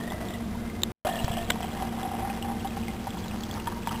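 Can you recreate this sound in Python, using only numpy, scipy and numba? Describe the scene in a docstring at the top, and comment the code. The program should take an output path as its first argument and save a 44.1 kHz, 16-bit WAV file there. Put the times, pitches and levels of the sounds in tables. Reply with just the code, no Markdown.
"""Tea patters from a pan through a strainer into a tall glass, over the hum of a kitchen appliance.
The impacts of the stream excite the air column in the glass, whose resonance rises as it fills.
Trapped bubbles oscillate as gulps, plinks and fizz; the utensils clink, knock and bump.
The sound drops out briefly near one second, and images of its spectrum brighten the treble."""
import sys
import numpy as np
from scipy import signal
from scipy.fft import rfft, irfft
from scipy.io import wavfile
from scipy.ndimage import uniform_filter1d
from numba import njit

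SR = 44100
rng = np.random.default_rng(int(sys.argv[2]) if len(sys.argv) > 2 else 0)


def inscribe(sig):
    """Save sig as 16-bit PCM at rate SR to the path in sys.argv[1].

    A 1-D sig is mono; a 2-D sig holds one channel per row.
    Samples are clipped to [-1, 1] before scaling.
    """
    pcm = np.round(np.clip(np.atleast_2d(sig).T, -1, 1) * 32767)
    wavfile.write(sys.argv[1], SR, pcm.astype(np.int16))


N = 176400
T = np.arange(N) / SR

# partials of the appliance motor (f/Hz, rms level/dB)
HUM_PARTIALS = [(59, -47), (90, -58), (212, -51.5), (231, -39.5), (303, -52.5), (353, -51), (462, -53.5)]
# room noise spectrum (f/Hz, relative level/dB)
ROOM_SPECTRUM = [(10, -37), (22, 2), (40, -11), (58, -5.5), (100, 4), (135, -7.5), (215, 4), (270, -8),
                 (400, -10.5), (700, -17), (1200, -19), (2500, -26.5), (5500, -32.5)]
# course of the pour (t/s, air column f/Hz, air column level/dB, patter level/dB)
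POUR_COURSE = [(0, 649, -44, -47.5), (.36, 654, -46, -47), (.45, 694, -53, -54.5), (.9, 710, -61, -52),
               (1.05, 664, -38.5, -42.5), (1.4, 686, -40.5, -46), (1.58, 739, -46.5, -47),
               (1.8, 764, -44, -43), (2.1, 766, -37, -45.5), (2.35, 797, -46, -43), (2.5, 817, -37.5, -50),
               (2.6, 782, -47, -48), (3.1, 782, -48, -50), (3.55, 828, -51, -46), (3.75, 936, -39, -48),
               (3.84, 920, -53.5, -50.5), (3.92, 915, -40.5, -44), (4, 902, -44, -48.5)]
# spectrum of the stream's impacts (f/Hz, relative level/dB)
PATTER_SPECTRUM = [(200, -28.5), (450, 2), (900, 5), (1300, -2.5), (2000, -2.5), (3200, -11), (4200, -17),
                   (5500, -11)]
# upper mode of the air column (t/s, f/Hz, level/dB)
AIR_OVERTONE = [(0, 1827, -45.5), (.139, 1945, -48), (.22, 1950, -62), (.35, 1980, -45), (.45, 2040, -66),
                (.7, 2045, -61), (.92, 2080, -68), (1.05, 1776, -48), (1.4, 1780, -55), (1.7, 2020, -57),
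                (4, 2150, -90)]
# response of the glass and the counter (f/Hz, gain/dB)
COUNTER_RESPONSE = [(300, 0), (560, -1.5), (612, 3), (652, -3), (690, 1.5), (790, 0), (818, -3), (850, -8),
                    (915, 2), (1000, 0), (1150, 1), (2050, .5), (2350, -3), (2800, 0), (5500, 1)]
# envelope of the froth (t/s, level/dB)
FROTH_LEVEL = [(0, -53), (.12, -63.5), (.2, -79), (.3, -48.5), (.42, -62), (.9, -76.5), (1.05, -45.5),
               (1.35, -44.5), (1.45, -49), (1.65, -50.5), (1.8, -52), (2.3, -56), (2.55, -54.5),
               (3.2, -52.5), (3.5, -60), (4, -53)]
# faint high ringing of the strainer as the tea trickles through it (f/Hz, bandwidth/Hz, level/dB)
STRAINER_RING = [(3140, 70, -71), (3650, 80, -62.5)]
# envelope of the fine spray (t/s, level/dB)
SPRAY_LEVEL = [(0, -61), (1, -68), (1.1, -61), (2.3, -63), (2.7, -59), (3.5, -56), (4, -55.5)]
# small bubbles near the surface (t/s, level/dB, f/Hz)
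SMALL_BUBBLES = [(.1026, -26, 3430), (.134, -31, 1980), (0.286, -26, 3580), (.338, -27, 3530),
                 (.699, -28.5, 2070), (1.157, -28, 3260), (1.191, -26, 2870), (1.317, -28, 3305),
                 (1.3317, -24, 3010), (1.3387, -24, 3070), (1.37, -23.5, 2880), (1.383, -23.5, 3160),
                 (1.412, -30, 3360), (1.519, -22, 3260), (1.6295, -23.5, 3100), (2.0315, -26, 3390),
                 (2.299, -23.5, 2530), (2.4255, -21.5, 2880), (2.6734, -24.5, 3660), (2.706, -29.5, 2560),
                 (2.834, -30, 2560), (2.882, -22.5, 2160), (3.105, -27, 3400), (3.189, -28, 4300),
                 (3.282, -26.5, 3900), (3.312, -28, 2570), (3.408, -24.5, 4420), (3.4355, -23.5, 3370),
                 (3.5114, -23.5, 3370), (3.54, -24.5, 4500), (3.599, -26, 2720), (3.6715, -26.5, 3230),
                 (3.833, -30, 2700), (3.862, -28.5, 3540), (3.8918, -23, 3000), (3.9593, -24, 2830)]
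# large bubbles (t/s, level/dB, f/Hz, decay time/s)
LARGE_BUBBLES = [(.1205, -22, 864, 0.00273), (.548, -33, 950, 0.0043), (1.051, -21.5, 629, 0.015),
                 (1.068, -16, 710, 0.0046), (1.071, -25.5, 1000, 0.003), (1.089, -22.5, 764, 0.0079),
                 (1.137, -26.5, 678, 0.009), (1.2, -29, 747, 0.0053), (1.28, -22.5, 745, 0.0038),
                 (1.312, -26.5, 690, 0.0081), (1.368, -24, 764, 0.0051), (1.558, -28.5, 905, 0.0058),
                 (1.642, -29.5, 777, 0.0068), (1.769, -29.5, 780, 0.011), (1.823, -20.5, 806, 0.0048),
                 (1.851, -27.5, 775, 0.0044), (1.973, -33.5, 767, 0.0099), (2.03, -29.5, 780, .009),
                 (2.05, -26.5, 753, 0.011), (2.116, -30, 797, 0.014), (2.222, -28, 753, 0.0095),
                 (2.248, -29, 800, .011), (2.274, -26.5, 787, 0.0069), (2.3, -24, 804, 0.0096),
                 (2.447, -26, 782, 0.0084), (2.517, -29.5, 803, 0.013), (2.647, -24.5, 790, 0.01),
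                 (2.769, -25, 805, 0.0074), (2.881, -31.5, 780, 0.0069), (3.07, -23, 810, .006),
                 (3.171, -28.5, 900, 0.0037), (3.573, -32.5, 1230, .0038), (3.672, -19, 940, 0.0068),
                 (3.723, -25.5, 915, .0055), (3.772, -35, 925, 0.0075), (3.8727, -18, 880, 0.0048),
                 (3.911, -27.5, 1280, 0.0033), (3.92, -28.5, 896, 0.0085), (3.948, -32, 923, 0.0075)]
# spectrum of a large bubble's splash (f/Hz, relative level/dB)
SPLASH_SPECTRUM = [(300, -20.5), (600, 0.5), (1000, 6), (1700, -3.5), (5500, -16)]
# blows on the pan (t/s, level/dB)
PAN_BLOWS = [(.8195, -22.5), (.8342, -1.5)]
# modes of the pan (f/Hz, relative level/dB, decay time/s)
PAN_MODES = [(3694, -2.5, 0.0011), (3170, -15.5, 0.0011), (1107, -11.5, 0.0005), (1790, -19.5, 0.0014)]
# handling bumps (t/s, level/dB, f/Hz, decay time/s, tick level/dB)
HANDLING_BUMPS = [(1.244, -7.5, 91, 0.0031, -29), (1.303, -16, 108, 0.0044, -41)]
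# blows of the strainer on the glass (t/s, level/dB)
STRAINER_BLOWS = [(1.499, -23), (1.5027, -7.5), (1.5045, -6.5), (1.5062, -16)]
# modes of the strainer on the glass (f/Hz, relative level/dB, decay time/s)
STRAINER_MODES = [(960, -8.5, 0.0026), (1480, -6, .0034), (2000, -6, 0.0025), (3120, -9, 0.0024),
                  (3550, -2, 0.00093), (4900, -18, 0.0012)]

ROOM_DB, HUM_WANDER, HUM_FLICKER_DB = -36, 0.00572, 2.5
PATTER_PER_S, PATTER_SPREAD_DB, SURGE_DB = 1500, 3, 2.5
AIR_WIDTH_HZ, OVERTONE_WIDTH_HZ = 49., 160.
FIZZ_PER_S, FIZZ_SPREAD_DB, FIZZ_CYCLES, FIZZ_LOW_HZ, FIZZ_HIGH_HZ = 700, 4, 5.6, 1954, 4730
SPRAY_PER_S, SPRAY_SPREAD_DB, SPRAY_HZ, SPRAY_WIDTH_HZ = 130, 2.6, 4580., 1800.
PLINK_CYCLES, SMALL_RISE_PER_S, PLINK_TICK_DB = 4.2, 6, -14
REFLECTION_S, REFLECTION_DB, GULP_AIR_DB, SPLASH_S, SPLASH_DB = 0.005157, -8, -10, 0.0073, -11.5
TAIL_S, TAIL_DB, TAIL_ABOVE_HZ = 0.015, -6.5, 1500
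PAUSE_START_S, PAUSE_END_S, PAUSE_DB, HOLD_SAMPLES = .919, 1.049, -65, 4


def amp(db):
    """Amplitude ratio of a level in decibels."""
    return 10 ** (np.asarray(db) / 20)


def unit(x):
    """Normalisation to rms 1."""
    return x / np.sqrt(np.mean(x ** 2))


def curves(table):
    """Linear interpolation in time of each column after the first."""
    times, *columns = np.array(table).T
    return [np.interp(T, times, column) for column in columns]


def walk(rate):
    """Smoothed random fluctuation with a spread near 1."""
    span = int(SR / rate)
    steps = np.repeat(rng.standard_normal(N // span + 1), span)
    return 1.414 * uniform_filter1d(uniform_filter1d(steps, span), span)[:N]


def colour(x, points):
    """Minimum-phase filter through (f/Hz, gain/dB) points, cut off at half the hold rate."""
    hz, db = np.array(points).T
    f = np.maximum(np.arange(N // 2 + 1) * SR / N, 1)
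    gain = amp(np.interp(np.log(f), np.log(hz), db))
    cepstrum = irfft(np.log(gain), N)
    cepstrum[1:N // 2] *= 2
    cepstrum[N // 2 + 1:] = 0
    return irfft(rfft(x) * np.exp(rfft(cepstrum)) * (f < SR / HOLD_SAMPLES / 2), N)


@njit
def resonate(x, hz, width):
    """Second-order resonator with unit gain at its moving centre frequency."""
    y, band, low = np.empty(len(x)), 0., 0.
    for i in range(len(x)):
        g, loss = np.tan(np.pi * hz[i] / SR), width / hz[i]
        v = (band + g * (x[i] - low)) / (1 + g * (g + loss))
        band, low, y[i] = 2 * v - band, low + 2 * g * v, loss * v
    return y


def ping(hz, decay, rise=0, attack=.0001):
    """Damped oscillation whose frequency grows by the fraction `rise` per second."""
    t = T[:int(6 * decay * SR) + 2]
    return np.sin(2 * np.pi * hz * (t + rise * t * t / 2)) * np.exp(-t / decay) * (1 - np.exp(-t / attack))


def burst(decay, length=SR // 4):
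    """White noise under exponential decay."""
    return rng.standard_normal(length) * np.exp(-T[:length] / decay)


def add(out, start, sound):
    """Superposition of a sound from time `start` on."""
    i = int(np.clip(start * SR, 0, N - 1))
    out[i:i + len(sound)] += sound[:N - i]


def kitchen():
    """Motor partials under slow random modulation of frequency and amplitude, over room noise."""
    out = amp(ROOM_DB) * unit(colour(rng.standard_normal(N), ROOM_SPECTRUM))
    for hz, db in HUM_PARTIALS:
        turns = np.cumsum(hz * (1 + HUM_WANDER * walk(12))) / SR + rng.random()
        out += np.sqrt(2) * amp(db + HUM_FLICKER_DB * walk(14)) * np.sin(2 * np.pi * turns)
    return out


def stream():
    """Shot noise of dense tiny impacts, heard directly and through two modes of the air column."""
    _, air_db, patter_db = curves(POUR_COURSE)
    sizes = amp(PATTER_SPREAD_DB * np.minimum(rng.exponential(size=N), 5)) * rng.choice([-1, 1], N)
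    hits = sizes * (rng.random(N) < PATTER_PER_S / SR) * amp(SURGE_DB * walk(80))
    patter = unit(colour(hits, PATTER_SPECTRUM))
    ring = unit(glass_air(patter)) * amp(air_db)
    overtone_hz, overtone_db = curves(AIR_OVERTONE)
    overtone = resonate(patter, overtone_hz, OVERTONE_WIDTH_HZ)
    overtone = unit(resonate(overtone, overtone_hz, OVERTONE_WIDTH_HZ)) * amp(overtone_db)
    return patter * amp(patter_db) + ring + overtone


def glass_air(x):
    """Air column resonance: the frequency rises as the tea shortens the column."""
    air_hz, _, _ = curves(POUR_COURSE)
    return resonate(x, air_hz, AIR_WIDTH_HZ)


def fizz():
    """Free oscillations of many tiny bubbles, mostly of middling size, sum to a crackling froth."""
    out = np.zeros(N)
    for when, a, b, size, sustain in rng.random((int(FIZZ_PER_S * N / SR), 5)):
        hz = FIZZ_LOW_HZ * (FIZZ_HIGH_HZ / FIZZ_LOW_HZ) ** ((a + b) / 2)
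        gain = amp(-FIZZ_SPREAD_DB * np.log(size + 0.013))
        decay = FIZZ_CYCLES * (.5 + sustain) / hz
        add(out, when * N / SR, gain * ping(hz, decay, SMALL_RISE_PER_S))
    return unit(out) * amp(curves(FROTH_LEVEL)[0])


def trickle():
    """Forced vibration: until the pause, tea trickling through the strainer makes it ring faintly."""
    out = np.zeros(N)
    for hz, width, db in STRAINER_RING:
        out += amp(db) * unit(resonate(rng.standard_normal(N), np.full(N, float(hz)), float(width)))
    return out * (T < PAUSE_START_S)


def spray():
    """Sparse droplets strike the glass; each tick is the impulse response of a broad resonance."""
    sizes = amp(SPRAY_SPREAD_DB * np.minimum(rng.exponential(size=N), 4))
    hits = sizes * (rng.random(N) < SPRAY_PER_S / SR)
    ticks = colour(resonate(hits, np.full(N, SPRAY_HZ), SPRAY_WIDTH_HZ), COUNTER_RESPONSE)
    return unit(ticks) * amp(curves(SPRAY_LEVEL)[0])


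def plinks():
    """Bubble resonance: small pockets of air near the surface start with a tick and ring high."""
    out = np.zeros(N)
    for start, db, hz in SMALL_BUBBLES:
        add(out, start, amp(db) * ping(hz, PLINK_CYCLES / hz, SMALL_RISE_PER_S, attack=0.0005))
        add(out, start, amp(db + PLINK_TICK_DB) * burst(decay=.003))
    return out


def gulps():
    """Large bubbles resonate low and reflect off the pan; with their splash they drive the air column."""
    tones, splash_envelope = np.zeros(N), np.zeros(N)
    for start, db, hz, decay in LARGE_BUBBLES:
        gulp = amp(db) * ping(hz, decay, rise=1, attack=.0003)
        add(tones, start, gulp)
        add(tones, start + REFLECTION_S, amp(REFLECTION_DB) * gulp)
        add(splash_envelope, start, amp(db + SPLASH_DB) * np.exp(-T[:SR // 10] / SPLASH_S))
    splash = splash_envelope * unit(colour(rng.standard_normal(N), SPLASH_SPECTRUM))
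    return tones + splash + glass_air(splash + amp(GULP_AIR_DB) * tones)


def clinks(blows, modes):
    """Modal vibration: each blow excites the heavily damped modes of a hand-held utensil."""
    out = np.zeros(N)
    for start, db in blows:
        for hz, mode_db, decay in modes:
            add(out, start, amp(db + mode_db) * ping(hz, decay, attack=0.00022))
    return out


def bumps():
    """Impulsive excitation: handling gives one low, heavily damped oscillation and a tick of noise."""
    out = np.zeros(N)
    for start, db, hz, decay, tick_db in HANDLING_BUMPS:
        add(out, start, -amp(db) * ping(hz, decay))
        add(out, start, amp(tick_db) * burst(decay=0.0037, length=SR // 20))
    return out


def scene():
    """Superposition of all sources; the pour's treble scatters briefly off the counter and wall."""
    tea = colour(stream() + fizz() + plinks() + gulps(), COUNTER_RESPONSE) + trickle() + spray()
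    highpass = signal.butter(4, TAIL_ABOVE_HZ, "high", fs=SR, output="sos")
    echo = signal.sosfilt(highpass, burst(TAIL_S))
    scattered = amp(TAIL_DB) * signal.fftconvolve(tea, echo / np.linalg.norm(echo))[:N]
    utensils = clinks(PAN_BLOWS, PAN_MODES) + bumps() + clinks(STRAINER_BLOWS, STRAINER_MODES)
    return (kitchen() + tea + scattered + utensils)[None]


def record(dry):
    """The sound drops out once; sample-and-hold imaging mirrors its spectrum into the treble."""
    paused = (T > PAUSE_START_S) & (T < PAUSE_END_S)
    gated = dry * np.where(paused, amp(PAUSE_DB), 1)
    held = np.repeat(gated[:, ::HOLD_SAMPLES], HOLD_SAMPLES, axis=1)[:, :N]
    lowpass = signal.ellip(10, .2, 80, 15500, fs=SR, output="sos")
    return signal.sosfilt(lowpass, held)


dry = scene()
out = record(dry)
inscribe(out)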